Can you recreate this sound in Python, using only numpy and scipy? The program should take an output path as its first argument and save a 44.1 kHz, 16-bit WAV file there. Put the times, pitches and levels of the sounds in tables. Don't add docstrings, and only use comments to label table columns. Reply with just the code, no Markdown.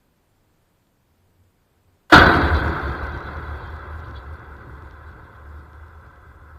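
import sys
import numpy as np
from scipy import signal
from scipy.fft import rfft, irfft, next_fast_len
from scipy.io import wavfile
from scipy.ndimage import uniform_filter1d, map_coordinates

SR = 44100
rng = np.random.default_rng(int(sys.argv[2]) if len(sys.argv) > 2 else 0)


def ratio_of_db(decibels):
    return 10 ** (np.asarray(decibels, float) / 20)


def to_wav(s):
    ch = np.atleast_2d(s).T
    pcm = np.round(np.clip(ch, -1, 1) * 32767)
    wavfile.write(sys.argv[1], SR, pcm.astype(np.int16))


N = 290398
BLOW_S = 2.122


def unit(x):
    return x / np.sqrt(np.mean(x ** 2) + 1e-20)


def curves(rows):
    s, *cols = np.transpose(rows)
    return [np.interp(np.arange(N) / SR, s, c) for c in cols]


def wobble(rate):
    knots = rng.standard_normal(int(N * rate / SR) + 4)
    return map_coordinates(knots, [np.arange(N) * rate / SR])


def filtered(x, response):
    m = next_fast_len(N + SR // 2)
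    return irfft(rfft(x, m) * response(np.fft.rfftfreq(m, 1 / SR)), m)[:N]


def coloured(x, spectrum):
    f, db = np.transpose(spectrum)
    return unit(filtered(x, lambda hz: ratio_of_db(np.interp(np.log(hz + 1), np.log(f + 1), db))))


def patchy(depth_db):
    z = signal.stft(rng.standard_normal(N), nperseg=1024)[2]
    patches = uniform_filter1d(rng.standard_normal(z.shape), size=5, axis=0)
    patches = uniform_filter1d(patches, size=3, axis=1)
    return signal.istft(z * ratio_of_db(depth_db * unit(patches)), nperseg=1024)[1][:N]


# frequency in Hz, level in dB per Hz.
AIR_COLOUR = [(12, -26.5), (20, 3.5), (54, -3.5), (76, -0.5), (160, -2.5), (343, -7.5), (625, -12.5),
              (970, -15.5), (1170, -17), (5000, -28.5), (6500, -61.5), (11000, -120)]
# frequency in Hz, level in dB per Hz.
HISS_COLOUR = [(2940, -32), (5000, -3.5), (5630, -4), (7570, -1), (9270, -4), (10800, -5), (12700, -2),
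               (14400, 0), (15100, -0.5), (15400, -3.5)]
# time in seconds, strength in dB.
BREEZE = [
    (0, -78),
    (.45, -75),
    (.9, -82),
    (1.1, -70),
    (1.36, -72),
    (1.41, -59),
    (1.6, -77),
    (1.75, -63),
    (2.05, -67),
]


def field():
    air = ratio_of_db(-64.5 + .6 * wobble(5.1)) * coloured(rng.standard_normal(N), AIR_COLOUR)
    hiss = ratio_of_db(-75) * coloured(patchy(depth_db=3.0), HISS_COLOUR)
    tone = ratio_of_db(-83) * np.sin(2 * np.pi * 941 * np.arange(N) / SR)
    stir = coloured(rng.standard_normal(N), [(50, -37.5), (68, 7.5), (95, 19.0), (130, -40)])
    wind = ratio_of_db(curves(BREEZE)[0] + 1.5 * wobble(8)) * stir
    return air + hiss + tone + wind


def bells(rows):
    s, height, half = np.transpose(rows)[:, :, None]
    ms = np.arange(0, N / SR + 1, 1 / 1000)
    return np.interp(np.arange(N) / SR, ms, np.sum(height * np.exp(-.5 * ((ms - s) / half) ** 2), axis=0))


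def fade(start_db, loss_db, knee_s):
    return start_db - loss_db * np.log10(1 + np.maximum(np.arange(N) / SR - BLOW_S, 0) / knee_s)


def resonance(hz, centre, width):
    return 1j * hz * width / (centre * centre - hz * hz + 1j * hz * width)


# time in seconds, peak level in dB.
TICKS = [(2.2657, -32), (2.3534, -44), (2.4169, -41), (2.4833, -46), (2.5456, -43), (2.5691, -41),
         (2.6813, -43), (2.796, -51), (2.8814, -50), (2.9233, -52), (3.0395, -53), (3.0699, -50),
         (3.1228, -52), (3.1762, -51), (3.2056, -53), (3.2286, -56), (3.3707, -54), (3.5758, -61),
         (3.7658, -60), (3.7943, -61), (4.0028, -56), (4.0841, -57), (4.1111, -55), (4.3959, -61),
         (4.567, -61), (4.8234, -60), (4.9107, -56), (5.7324, -61), (5.883, -66), (6.1594, -66)]
# time in seconds, lift in dB, half length in seconds.
FLURRIES = [
    (2.413, 0.5, 0.015),
    (2.498, 3.5, 0.013),
    (2.57, 2.5, .03),
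    (2.903, 3, 0.047),
    (3.3, 3, 0.03),
    (3.65, 6, .04),
    (4.04, 1.5, .04),
    (4.17, 15, 0.014),
    (5.05, 1.5, .15),
]


def ticks():
    bright, dull = np.zeros(N + SR), np.zeros(N + SR)
    draw = rng.random((150, 4))
    gap_s, share, spread_db = .028, .5, 6
    times = np.minimum(BLOW_S + 0.12 + gap_s * np.cumsum(.5 + draw[:, 0]), (N - 1) / SR)
    level_db = fade(start_db=-42, loss_db=22, knee_s=.15) + bells(FLURRIES)
    levels = level_db[(times * SR).astype(int)] + spread_db * (2 * draw[:, 1] - 1)
    faint = np.c_[times, levels, 9 * draw[:, 2] - 2][draw[:, 3] < share]
    creak = (.87, -72, 6)
    clear = [(s, db, 5) for s, db in TICKS]
    for s, db, knock_db in [creak, *clear, *faint]:
        snap, rebound = round(s * SR) + np.array([0, rng.integers(20, 70)])
        bright[snap] += ratio_of_db(db)
        bright[rebound] += ratio_of_db(db) * rng.uniform(-0.48, 0.54)
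        dull[snap] += ratio_of_db(db + min(knock_db, 7))

    def band(centre, width):
        return lambda hz: resonance(hz, centre, width) ** 2 / (1 + (hz / 6200) ** 12)

    click = ratio_of_db(24) * filtered(bright[:N], band(5400, 1300))
    knock = ratio_of_db(26) * filtered(dull[:N], band(3600, 3000))
    return click + knock


# frequency in Hz, level in dB, time in seconds to fall by 60 dB.
STRUCK = [(317.8, 0, .22), (751, -20.5, 0.19), (1254, -12.5, 0.29), (1334, -7, 0.52), (1437, -5, 0.44),
          (1484, -11.5, .45)]
# frequency in Hz, level in dB per Hz.
CRACK_COLOUR = [(2500, -19.5), (3300, -1.5), (4500, 7.5), (6300, 0), (7500, -20.5)]


def blow():
    t = np.maximum(np.arange(N) / SR - BLOW_S, 0)
    ring = np.zeros(N)
    for hz, db, t60 in STRUCK:
        drift = 0.47 * wobble(30)
        ring += ratio_of_db(db - 60 * t / t60) * np.sin(2 * np.pi * hz * t + drift)
    crack = ratio_of_db(-24.5 - 60 * t / 0.25) * coloured(rng.standard_normal(N), CRACK_COLOUR)
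    return (ring + crack) * (1 - np.exp(-t / 0.0096))


def rattle(rate, spread_db, t60, depth):
    sizes = ratio_of_db(spread_db * np.minimum(rng.exponential(size=N), 3.5))
    hits = (rng.random(N) < rate / SR) * sizes * rng.standard_normal(N)
    t = np.arange(SR // 2) / SR
    modes = rng.standard_normal(len(t)) * ratio_of_db(-60 * t / t60)

    def response(hz):
        full = rfft(modes, 2 * len(hz) - 1)
        return full * np.abs(full) ** (depth - 1)

    return unit(filtered(hits, response))


# frequency in Hz, random scatter in Hz, level in dB.
PINGS = [(2526, 22, -5.5), (2885, 20, -4), (3230, 18, -1.5), (3490, 19, -4.5), (3520, 23, -4.5),
         (3390, 9.6, 2), (3460, 10, -0.5), (3560, 20, -11), (3755, 14, -4.5), (3835, 16, -8.5),
         (3930, 12, 0.5), (4030, 16, -0.5), (4190, 36, -4.5), (4430, 42, -7.5), (6300, 94, -23),
         (6734, 120, -21)]


def pings(count, t60):
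    draw = rng.random((count, 4))
    centre, scatter, db = np.transpose(PINGS)[:, (draw[:, 0] * len(PINGS)).astype(int)]
    hz = (centre + scatter * (2 * draw[:, 1] - 1))[:, None]
    t = np.arange(SR // 12) / SR
    envelope = ratio_of_db(db[:, None] + 12 * draw[:, 2:3] - 60 * t / t60) * (1 - np.exp(-t / .006))
    notes = envelope * np.sin(2 * np.pi * hz * t)
    at = (draw[:, 3:] * N).astype(int) + np.arange(len(t))
    return unit(np.bincount(at.ravel(), notes.ravel())[:N])


# frequency in Hz, level in dB per Hz.
CRASH_COLOUR = [(210, -79.5), (350, -20.5), (430, -3.5), (460, -12.5), (546, -6), (590, -9.5), (743, -4.5),
                (816, -9.5), (952, -5.5), (1080, -9), (1510, -2.5), (1820, -16), (1980, -13.5), (2350, -23),
                (2700, -26.5), (3510, -53.5), (5940, -120)]
RING_COLOUR = [(210, -31.5), (350, -3.5), (456, -6), (570, -3.5), (665, -16.5), (730, -6), (823, -7),
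               (1020, -2), (1180, -7.5), (1310, 0.5), (1580, -3), (1810, -19.5), (2000, -11.5),
               (2220, -23.5), (2700, -26), (3510, -57), (5940, -120)]
THUD_COLOUR = [(65, -34), (110, -9), (124, -6), (161, 1.5), (194, -6.5), (236, -5), (329, 1), (360, 2.5),
               (470, -26.5), (790, -120)]
DRONE_COLOUR = [(65, -24.5), (110, 4), (124, -0.5), (161, -5), (211, -13), (274, -12), (323, -9),
                (360, -12), (470, -14), (790, -120)]
LINK_COLOUR = [(1350, -16.5), (2300, -9), (2530, -8), (2900, -18), (3040, -9), (3250, 5.5), (3450, -1.5),
               (3730, 1), (4040, -2), (4680, -2.5), (4900, -16), (5050, -39), (5600, -29), (7280, -62.5),
               (12300, -120)]
# frequency in Hz, width in Hz, lift in dB.
WIRES = [(163.7, 5.5, 4), (330, 18, 2), (718, 29, 3.5), (1001, 5.3, 0), (1018, 17, 4.5), (1160, 20, 3),
         (1264, 9.5, 2), (1280, 49, 0), (1455, 19, 2), (1390, 29.34, 0.5), (1540, 14, 3.5), (1680, 30, 4),
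         (1918, 16, 6), (2350, 20, 6.5)]


def mesh():
    share = np.clip(1 - np.exp(-(np.arange(N) / SR - 2.13) / 0.73), 0, 1)

    def lift(hz):
        return ratio_of_db(sum(db / (1 + (2 * (hz - c) / w) ** 2) for c, w, db in WIRES))

    def settle(x, early, late):
        return (1 - share) * coloured(x, early) + share * coloured(x, late)

    body = filtered(rattle(rate=3000, spread_db=2, t60=.12, depth=.2), lift)
    body = settle(body, CRASH_COLOUR, RING_COLOUR)
    thud = filtered(rattle(rate=1500, spread_db=2, t60=.12, depth=.2), lift)
    thud = settle(thud, THUD_COLOUR, DRONE_COLOUR) * np.clip(25 * share, .03, 1)
    links = coloured(rattle(rate=1500, spread_db=3, t60=.05, depth=.4), LINK_COLOUR)
    chatter = ratio_of_db(-3) * links + ratio_of_db(-4) * pings(count=1300, t60=.12)
    body_db = fade(start_db=-5, loss_db=33.23, knee_s=.15) + 0.26 * wobble(27)
    thud_db = fade(start_db=-9.5, loss_db=32.3, knee_s=0.16) + 2 * wobble(9)
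    chatter_db = fade(start_db=-14, loss_db=37.93, knee_s=0.087) + bells(FLURRIES) + wobble(20)
    return ratio_of_db(body_db) * body + ratio_of_db(thud_db) * thud + ratio_of_db(chatter_db) * chatter


# frequency in Hz, width in Hz, half the level in dB (applied twice).
LASTING = [(1051, 130, 1), (1304, 81, -0.5), (3386, 160, -10)]


def lasting():
    def modes(hz):
        return sum(ratio_of_db(db) * resonance(hz, c, w) for c, w, db in LASTING) ** 2

    level = ratio_of_db(fade(start_db=-32.5, loss_db=20.4, knee_s=0.21))
    return level * unit(filtered(rng.standard_normal(N), modes))


# time in seconds, level in dB, half length in seconds.
SWELLS = [(2.16, -21, .025), (2.275, -24, 0.015), (2.372, -20, 0.013), (2.448, -18, 0.02),
          (2.55, -15.5, 0.025), (2.685, -26.5, 0.036), (2.879, -23.5, 0.03), (3.04, -26.5, 0.0088),
          (3.16, -33, .04), (3.38, -31, 0.021), (3.516, -33, 0.043), (3.642, -39.5, .025),
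          (3.732, -36, 0.029), (3.955, -34, 0.054), (4.098, -38, .025), (4.201, -39, 0.038),
          (4.333, -35, 0.032), (4.496, -43, 0.034), (4.727, -41, 0.036), (4.862, -45, .025),
          (5.09, -43.5, 0.032), (5.299, -52.5, 0.026), (5.46, -46, .03), (5.567, -40, 0.06),
          (5.82, -42, 0.065), (6.072, -50, 0.023), (6.303, -53.5, 0.066), (6.433, -48, .03),
          (6.55, -45, 0.027)]
# frequency in Hz, level in dB per Hz.
SWAY_COLOUR = [(12, -35.5), (28, 4), (52, 10.5), (75, 17.5), (105, 4.5), (135, -4), (170, -57)]


def frame():
    t = np.maximum(np.arange(N) / SR - BLOW_S, 0)
    rest_hz, taut_hz, slack_s = 74.4, 11, .3
    hum_hz = rest_hz + taut_hz / (1 + (t / slack_s) ** 8)
    hum_hz = hum_hz * (1 + 0.05 * wobble(17))
    hum = np.sqrt(2) * np.sin(2 * np.pi * np.cumsum(hum_hz) / SR)
    swell = bells([(s, ratio_of_db(db), half) for s, db, half in SWELLS])
    swell = swell + ratio_of_db(fade(start_db=-33, loss_db=20, knee_s=.2))
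    sway = coloured(rng.standard_normal(N), SWAY_COLOUR)
    posts = ratio_of_db(fade(start_db=-20.5, loss_db=24.6, knee_s=0.28) + 2 * wobble(6))
    return (1 - np.exp(-t / 0.031)) * (swell * hum + posts * sway)


# time in seconds, level in dB.
BLOW_RISE = [
    (2.093, -77),
    (2.1, -29.5),
    (2.117, -26),
    (2.121, -21.5),
    (2.126, 1),
]


def scene():
    fence = ratio_of_db(curves(BLOW_RISE)[0]) * (mesh() + lasting())
    return (fence + blow() + frame() + ticks() + field())[None]


# frequency in Hz, level in dB per Hz.
GRIT_COLOUR = [(3060, -27.5), (5200, 1.5), (5980, -8.5), (6880, -5.5), (7810, -9), (8740, -6.5),
               (9440, -8.5), (14200, -6), (15300, -8.5)]


def grit(x):
    size, lead, step = 1024, 662, 6
    frames = np.pad(x, (lead, -(N + lead) % size)).reshape(-1, size)
    power = np.mean(frames ** 2, axis=1)
    seen = (power + np.roll(power, 1)) / 2 + .1 * np.roll(power, -1)
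    level_db = 10 * np.log10(seen + 1e-12)
    overload = np.clip(8 * np.mean(np.abs(frames) > .99, axis=1), 0, 1)
    step_db = step * np.round(level_db / step) + 4.5 * overload
    gain_db = np.repeat(step_db, size)[lead:][:N]
    return ratio_of_db(-39 + gain_db) * coloured(patchy(depth_db=4), GRIT_COLOUR)


def top_cut(x):
    return signal.sosfilt(signal.butter(12, 15570, fs=SR, output="sos"), x)


def record(dry):
    x = np.clip(dry[0], -.995, .995)
    mix = filtered(x + grit(x), lambda hz: ratio_of_db(-14 / (1 + np.exp(-(hz - 15100) / 150))))
    return top_cut(mix[None])


dry = scene()
out = record(dry)
to_wav(out)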